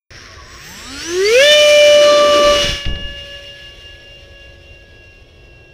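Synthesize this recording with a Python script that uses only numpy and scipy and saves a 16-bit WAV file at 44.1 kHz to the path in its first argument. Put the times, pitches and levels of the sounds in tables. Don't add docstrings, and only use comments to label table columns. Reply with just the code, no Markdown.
import sys
import numpy as np
from scipy.fft import rfft, irfft, next_fast_len
from scipy.io import wavfile
from scipy.ndimage import uniform_filter1d, map_coordinates

SR = 44100
rng = np.random.default_rng(int(sys.argv[2]) if len(sys.argv) > 2 else 0)


def materialize(psi):
    bounded = np.clip(np.atleast_2d(psi).T, -1, 1)
    quanta = np.round(bounded * 32767).astype(np.int16)
    wavfile.write(sys.argv[1], SR, quanta)


N = 252693
TIME = np.arange(N) / SR

# t/s, shaft speed/Hz
SHAFT_SPEED = [(.1, 137.1), (.29, 112.4), (.43, 99.7), (.5, 104.9), (.62, 139.2), (.916, 265.9),
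               (1.0, 292.6), (1.052, 320), (1.21, 381.3), (1.29, 431.6), (1.35, 486), (1.44, 580.7),
               (1.48, 592.5), (1.53, 598), (1.755, 592), (2.53, 584.9), (5.73, 576.2)]
# t/s, angle off the nose/deg
BEARING = [(1.2, 10.44), (2.7, 160.3), (2.92, 182.7), (3.05, 175.4), (3.3, 166)]
# f/Hz, relative level/dB
BREEZE_SPECTRUM = [(20, -1.5), (60, 4.5), (90, 2), (130, -5), (180, -14.5), (290, -17.5), (380, -11.5),
                   (620, -13), (850, -26), (1500, -33.5), (8000, -59)]
# f/Hz, level/dB
DRONE_TONES = [(347, -56.5), (416, -71)]
# order, level all round/dB, level astern/dB, change behind the thrower's arm/dB
FAN_ORDERS = [(1, -12.5, -22, -10.5), (2, -37, -35.5, -1), (3, -30.5, -19, -9), (4, -30.5, -35, 5),
              (5, -23, -14, -7.5), (6, -35.5, -32.5, -3.5), (7, -41.5, -49, -11)]
# order, bearing/deg, half width/deg, level/dB
FAN_BEAMS = [(1, 80.3, 29, -14.5), (1, 138.7, 3.7, -20.5), (2, 56.3, 8.3, -33.5), (2, 105, 11.9, -19),
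             (2, 122, 11.4, -20.5), (2, 137.5, 9.9, -19), (3, 39, 7.1, -21.5), (4, 61.8, 28, -20.5),
             (5, 16, 6.6, -25), (5, 46.7, 9.8, -18), (5, 79, 12.1, -21), (5, 148.8, 3.6, -23),
             (6, 41.2, 8.4, -17), (6, 106.3, 5.3, -29.5), (6, 158, 7.4, -25.5), (7, 36, 9.3, -35),
             (7, 100.9, 11.6, -30), (7, 138.7, 6.6, -29.5)]
# shaft speed/Hz, gain/dB
UNBALANCE_RESPONSE = [(110, 2), (185, -0.5), (232, -14.5), (272, -0.5), (308, -14.5), (340, 2), (375, 9.5),
                      (440, 4), (505, 5), (560, 0), (590, 0)]
# order, level relative to the airflow/dB
HIGH_ORDERS = [(8, -18), (9, -6), (10, -8.5), (11, -7.5), (12, -8), (13, -17), (14, -31), (15, -10.5),
               (16, -29), (17, -8.5), (18, -9)]
# f/Hz, relative level/dB
DUCT_IDLE = [(150, -9), (450, -10.5), (850, -27), (1200, -12), (1800, -2.5), (2400, -10.5), (3300, -12.5),
             (4700, -14.5), (5500, -4.5), (6400, -19.5), (7400, -35), (9200, -31.5), (11000, -38),
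             (15000, -41)]
DUCT_BESIDE = [(100, -18.5), (450, -5.5), (800, -19.5), (1500, -10.5), (2100, -7.5), (2900, 0), (3750, -8),
               (4400, -6), (5000, -7), (5700, -1.5), (8000, -20.5), (9100, -14), (10800, -25.5),
               (15000, -25)]
DUCT_BEHIND = [(100, -8), (400, 1.5), (800, -11), (1150, -6), (1600, 1.5), (2100, -2.5), (3000, 0.5),
               (3900, -3), (5900, -1), (7700, -18), (9300, -15), (10600, -28.5), (15000, -31)]
DUCT_FAR = [(200, -35), (550, -9), (1100, -15), (1900, -3.5), (2800, 5), (3700, -1), (4450, -3.5),
            (4850, -13.5), (5400, 1.5), (6100, -11.5), (7200, -20), (10100, -21.5), (11300, -26.5),
            (15000, -26)]
# t/s, index (0-3)
DUCT_BLEND = [(.45, 0), (1.3, 1), (1.75, 1), (2.15, 2), (2.7, 2.5), (3.1, 3)]
# shaft speed/Hz, level/dB
IDLE_HISS = [(100, -47.5), (122, -43.5), (138, -44.5)]
# bearing/deg, gain/dB
HISS_DIRECTIVITY = [(10, 1), (38, 1.5), (80, -1.5), (125, -4), (154, 0.5), (166, -1), (180, -11)]
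# order, relative level/dB
MAGNETIC_ORDERS = [(6, -8.5), (7, -13), (8, -13), (9, -9.5), (10, -4), (11, -4.5), (12, -28), (13, -35),
                   (15, -1), (16, -0.5), (17, -9), (36, -9.5)]
# f/Hz, gain/dB
SHELL_RESPONSE = [(500, 17), (830, -14), (1100, 6.5), (1500, -12), (2700, -19), (3800, -7), (4400, 1),
                  (6200, -16), (7200, -25), (9000, -45)]
# f/Hz, half width/Hz, level/dB
DUCT_RESONANCES = [(2550, 190, -44), (4040, 470, -54), (5900, 690, -30)]
# multiple of the switching rate, shaft orders added, shaft speed/Hz, half width/Hz, level/dB
SIDEBANDS = [(1, 0, 370, 185, -42.5), (1, -1, 193, 61, -47.5), (1, -2, 254, 80, -52), (1, 5, 270, 110, -53),
             (1, -9, 210, 84, -47), (1, -18, 120, 15, -49), (1, 18, 210, 45, -71), (1, 25, 223, 12, -58),
             (1, 30, 222.6, 12, -57), (2, -3, 165, 30, -60), (2, -7, 175, 54, -54), (2, -12, 180, 40, -50)]
# f/Hz, relative level/dB
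STALL_SPECTRUM = [(200, 0), (420, -5), (800, -24), (1400, 10), (2000, 2), (5500, -17), (8000, -25),
                  (15000, -35)]
ROAR_SPECTRUM = [(60, -52), (165, -17.5), (240, -4.5), (360, 1), (480, -5), (700, -14), (1500, -39)]
GUST_SPECTRUM = [(20, 4), (50, 0), (100, -9), (200, -14.5), (450, -24), (1500, -43.5), (4000, -72)]
# t/s, level/dB, hold/s, time to fall 60 dB/s
GUSTS = [(2.45, -29, 0.13, 0.41), (2.642, -26, .1, 0.19), (2.864, -21, 0.039, 1)]
# t/s, peak level/dB, half width/s
EDDIES = [(2.647, -11.5, 0.0013), (2.695, -12.5, 0.0013), (2.866, -8.5, 0.0039), (2.883, -9.5, 0.0039),
          (2.936, -17, 0.01), (3.051, -16.5, 0.0052)]
# t/s, relative level/dB
TICKS = [(2.759, -31), (2.852, -17.5), (2.955, -25)]
# f/Hz, relative level/dB
TICK_SPECTRUM = [(1000, -8), (3000, 7), (4700, -3), (5600, -13), (7500, -34), (15000, -45)]
# t/s, lag/ms
GROUND_LAG = [(2.7, 6.8), (3.28, 5.47), (3.47, 5.0), (3.76, 4.45), (3.99, 4.1), (4.6, 3.39), (4.89, 3.06),
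              (5.29, 2.72), (5.73, 2.5)]

FULL_HZ = 590
TONE_POWER, HISS_POWER = 3.07, 2.31
THROW_S, RELEASE_S, NEAREST_M = 2.53, 2.8, 0.51


def amp(db):
    return 10 ** (np.asarray(db) / 20)


def bell(x, centre, width):
    return np.exp(-((x - centre) / width) ** 2)


def gain_at(spectrum, hz):
    f, db = np.transpose(spectrum)
    return amp(np.interp(np.log(hz + 1), np.log(f + 1), db))


def curve(table, x=TIME):
    return np.interp(x, *np.transpose(table))


def wobble(rate):
    return map_coordinates(rng.standard_normal(int(N * rate / SR) + 4), [TIME * rate])


def filtered(x, response):
    size = next_fast_len(N + SR // 2)
    return irfft(rfft(x, size) * response(np.fft.rfftfreq(size, 1 / SR)), size)[:N]


def noise(spectrum):
    x = filtered(rng.standard_normal(N), lambda hz: gain_at(spectrum, hz) * hz / (hz + 10))
    return x / np.sqrt(np.mean(x ** 2) + 1e-20)


def partial(phase, rough):
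    modulation = 1 + rough * (wobble(130) + 1j * wobble(130))
    return np.sqrt(2) * np.real(modulation * np.exp(1j * (phase + 2 * np.pi * rng.random())))


def flight(throw_m_per_s=8.7, climb_m_per_s2=3.2, sound_m_per_s=343):
    swing = np.clip((TIME - THROW_S) / (RELEASE_S - THROW_S), 0, 1)
    velocity = throw_m_per_s * swing + climb_m_per_s2 * np.maximum(TIME - RELEASE_S, 0)
    distance = np.hypot(NEAREST_M, np.cumsum(velocity) / SR)
    return 1 / (1 + velocity / sound_m_per_s), distance


def facing():
    bearing = curve(BEARING)
    return bearing, np.interp(bearing, (142.3, 167), [0, 1])


def shaft(doppler, jitter=0.00039, spool_hz_per_s=1000):
    speed = uniform_filter1d(curve(SHAFT_SPEED), size=900)
    acceleration = uniform_filter1d(np.gradient(speed), size=1800) * SR
    heard_hz = speed * doppler * (1 + jitter * wobble(45))
    return speed, 2 * np.pi * np.cumsum(heard_hz) / SR, np.clip(acceleration / spool_hz_per_s, 0, 1)


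def part_throttle(speed, fade_hz=292):
    return np.clip((FULL_HZ - speed) / fade_hz, 0, 1) * (TIME < THROW_S)


def duct_spectra():
    blend = curve(DUCT_BLEND)
    spectra = [DUCT_IDLE, DUCT_BESIDE, DUCT_BEHIND, DUCT_FAR]
    return [(spectrum, np.clip(1 - abs(blend - i), 0, 1)) for i, spectrum in enumerate(spectra)]


def airflow(speed, strain):
    flow = np.hypot(gain_at(IDLE_HISS, speed), amp(-24.5) * (speed / FULL_HZ) ** HISS_POWER)
    return flow * amp(1.5 * strain + curve(HISS_DIRECTIVITY, curve(BEARING)))


def field():
    drone = sum(amp(db + 2.8 * wobble(1.5)) * partial(2 * np.pi * hz * TIME, rough=0.057)
                for hz, db in DRONE_TONES)
    return amp(-42.5 + 1.3 * wobble(10)) * noise(BREEZE_SPECTRUM) + drone


def fan_whine(speed, angle, strain):
    bearing, astern = facing()
    drive = (speed / FULL_HZ) ** TONE_POWER * amp(3.5 * strain)
    inflow = 0.074 + 0.28 * strain
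    arm_screen = bell(TIME, 2.778, 0.15)
    out = np.zeros(N)
    for order, all_round_db, astern_db, arm_db in FAN_ORDERS:
        beams = sum(amp(db) * bell(bearing, deg, width) for k, deg, width, db in FAN_BEAMS if k == order)
        diffuse = amp(all_round_db + (astern_db - all_round_db) * astern)
        level = drive * (diffuse + beams) * amp(arm_db * arm_screen)
        if order == 1:
            out += level * gain_at(UNBALANCE_RESPONSE, speed) * partial(angle, rough=0.025)
        else:
            flutter_db = (1.3 * (1 - astern) + 3.5 * strain) * wobble(24.93)
            idle_loss_db = part_throttle(speed)
            out += level * amp(flutter_db - idle_loss_db) * partial(order * angle, rough=inflow)
    flow, spectra = airflow(speed, strain), duct_spectra()
    for order, db in HIGH_ORDERS:
        duct = sum(share * gain_at(spectrum, order * speed) for spectrum, share in spectra)
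        level = flow * duct * amp(db - 2 * astern + 2.66 * wobble(6.04))
        out += level * partial(order * angle, rough=1.05 * inflow)
    return out


def duct_hiss(speed, angle, strain, throb=0.19):
    air = np.zeros(N)
    for spectrum, share in duct_spectra():
        turbulence = noise(spectrum)
        treble = filtered(turbulence, lambda hz: (hz > 3700) & (hz < 7000))
        air += np.sqrt(share) * turbulence / np.std(treble)
    flutter = amp(wobble(30.08))
    return air * airflow(speed, strain) * flutter * (1 + throb * np.cos(angle))


def motor_growl(speed, angle, steps_per_turn=18):
    load = np.hypot(amp(-50.5), amp(-23.5) * (speed / FULL_HZ) ** TONE_POWER) * part_throttle(speed)
    pull = sum(amp(db + 5.3 * wobble(25.3)) * partial(order * angle, rough=0.15)
               for order, db in MAGNETIC_ORDERS)
    resonance = sum(amp(db) * bell(steps_per_turn * speed, hz, width)
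                    for hz, width, db in DUCT_RESONANCES)
    chirps = resonance * partial(steps_per_turn * angle, rough=0.2)
    return filtered(load * pull, lambda hz: gain_at(SHELL_RESPONSE, hz)) + chirps


def controller_squeal(speed, angle, switch_hz=7820, sag_hz_per_s=130, start_s=0.41, rise_s=0.08):
    running_s = TIME - start_s
    carrier = 2 * np.pi * np.cumsum(switch_hz - sag_hz_per_s * running_s) / SR
    out = np.zeros(N)
    for multiple, order, peak_hz, width, db in SIDEBANDS:
        level = amp(db + 2 * wobble(15.9)) * bell(speed, peak_hz, width)
        out += level * partial(multiple * carrier + order * angle, rough=0.22)
    return out * np.clip(running_s / rise_s, 0, 1) * part_throttle(speed)


def blade_stall(at_s=1.41, half_width_s=0.019):
    return amp(-26) * bell(TIME, at_s, half_width_s) * noise(STALL_SPECTRUM)


def exhaust_roar(beam_deg=135, half_width_deg=46):
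    bearing, astern = facing()
    return amp(-23.5 - 18.5 * astern) * bell(bearing, beam_deg, half_width_deg) * noise(ROAR_SPECTRUM)


def buffeting(rise_s=0.015):
    envelope = np.zeros(N)
    for start, db, hold, t60 in GUSTS:
        attack = np.clip(1 + (TIME - start) / rise_s, 0, 1)
        envelope += attack * amp(db - 60 * np.maximum(TIME - start - hold, 0) / t60)
    thumps = sum(amp(db) * bell(TIME, at, width) for at, db, width in EDDIES)
    return envelope * noise(GUST_SPECTRUM) - thumps


def launch_ticks(rise_s=0.0017, t60=0.037):
    envelope = sum(amp(db - 60 * abs(TIME - at) / t60) * np.clip((TIME - at) / rise_s, 0, 1)
                   for at, db in TICKS)
    return amp(-1) * envelope * noise(TICK_SPECTRUM)


def over_ground(sound, distance, reflection, build_up_m=4.4):
    lag_s = curve(GROUND_LAG) / 1000
    echo = map_coordinates(sound, [(TIME - lag_s) * SR])
    share = reflection * (1 - bell(distance, NEAREST_M, build_up_m))
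    return (sound + share * echo) * NEAREST_M / distance


def scene():
    doppler, distance = flight()
    speed, angle, strain = shaft(doppler)
    tones = fan_whine(speed, angle, strain) + motor_growl(speed, angle) + controller_squeal(speed, angle)
    air = duct_hiss(speed, angle, strain) + blade_stall() + exhaust_roar()
    jet = over_ground(tones, distance, reflection=0.62) + over_ground(air, distance, reflection=0.68)
    mono = jet + buffeting() + launch_ticks() + field()
    return np.array([mono, mono])


def record(dry, start_s=0.106, top_hz=15500):
    clipped = np.clip(dry * (TIME > start_s), -1, 1)
    return np.array([filtered(side, lambda hz: hz < top_hz) for side in clipped])


dry = scene()
out = record(dry)
materialize(out)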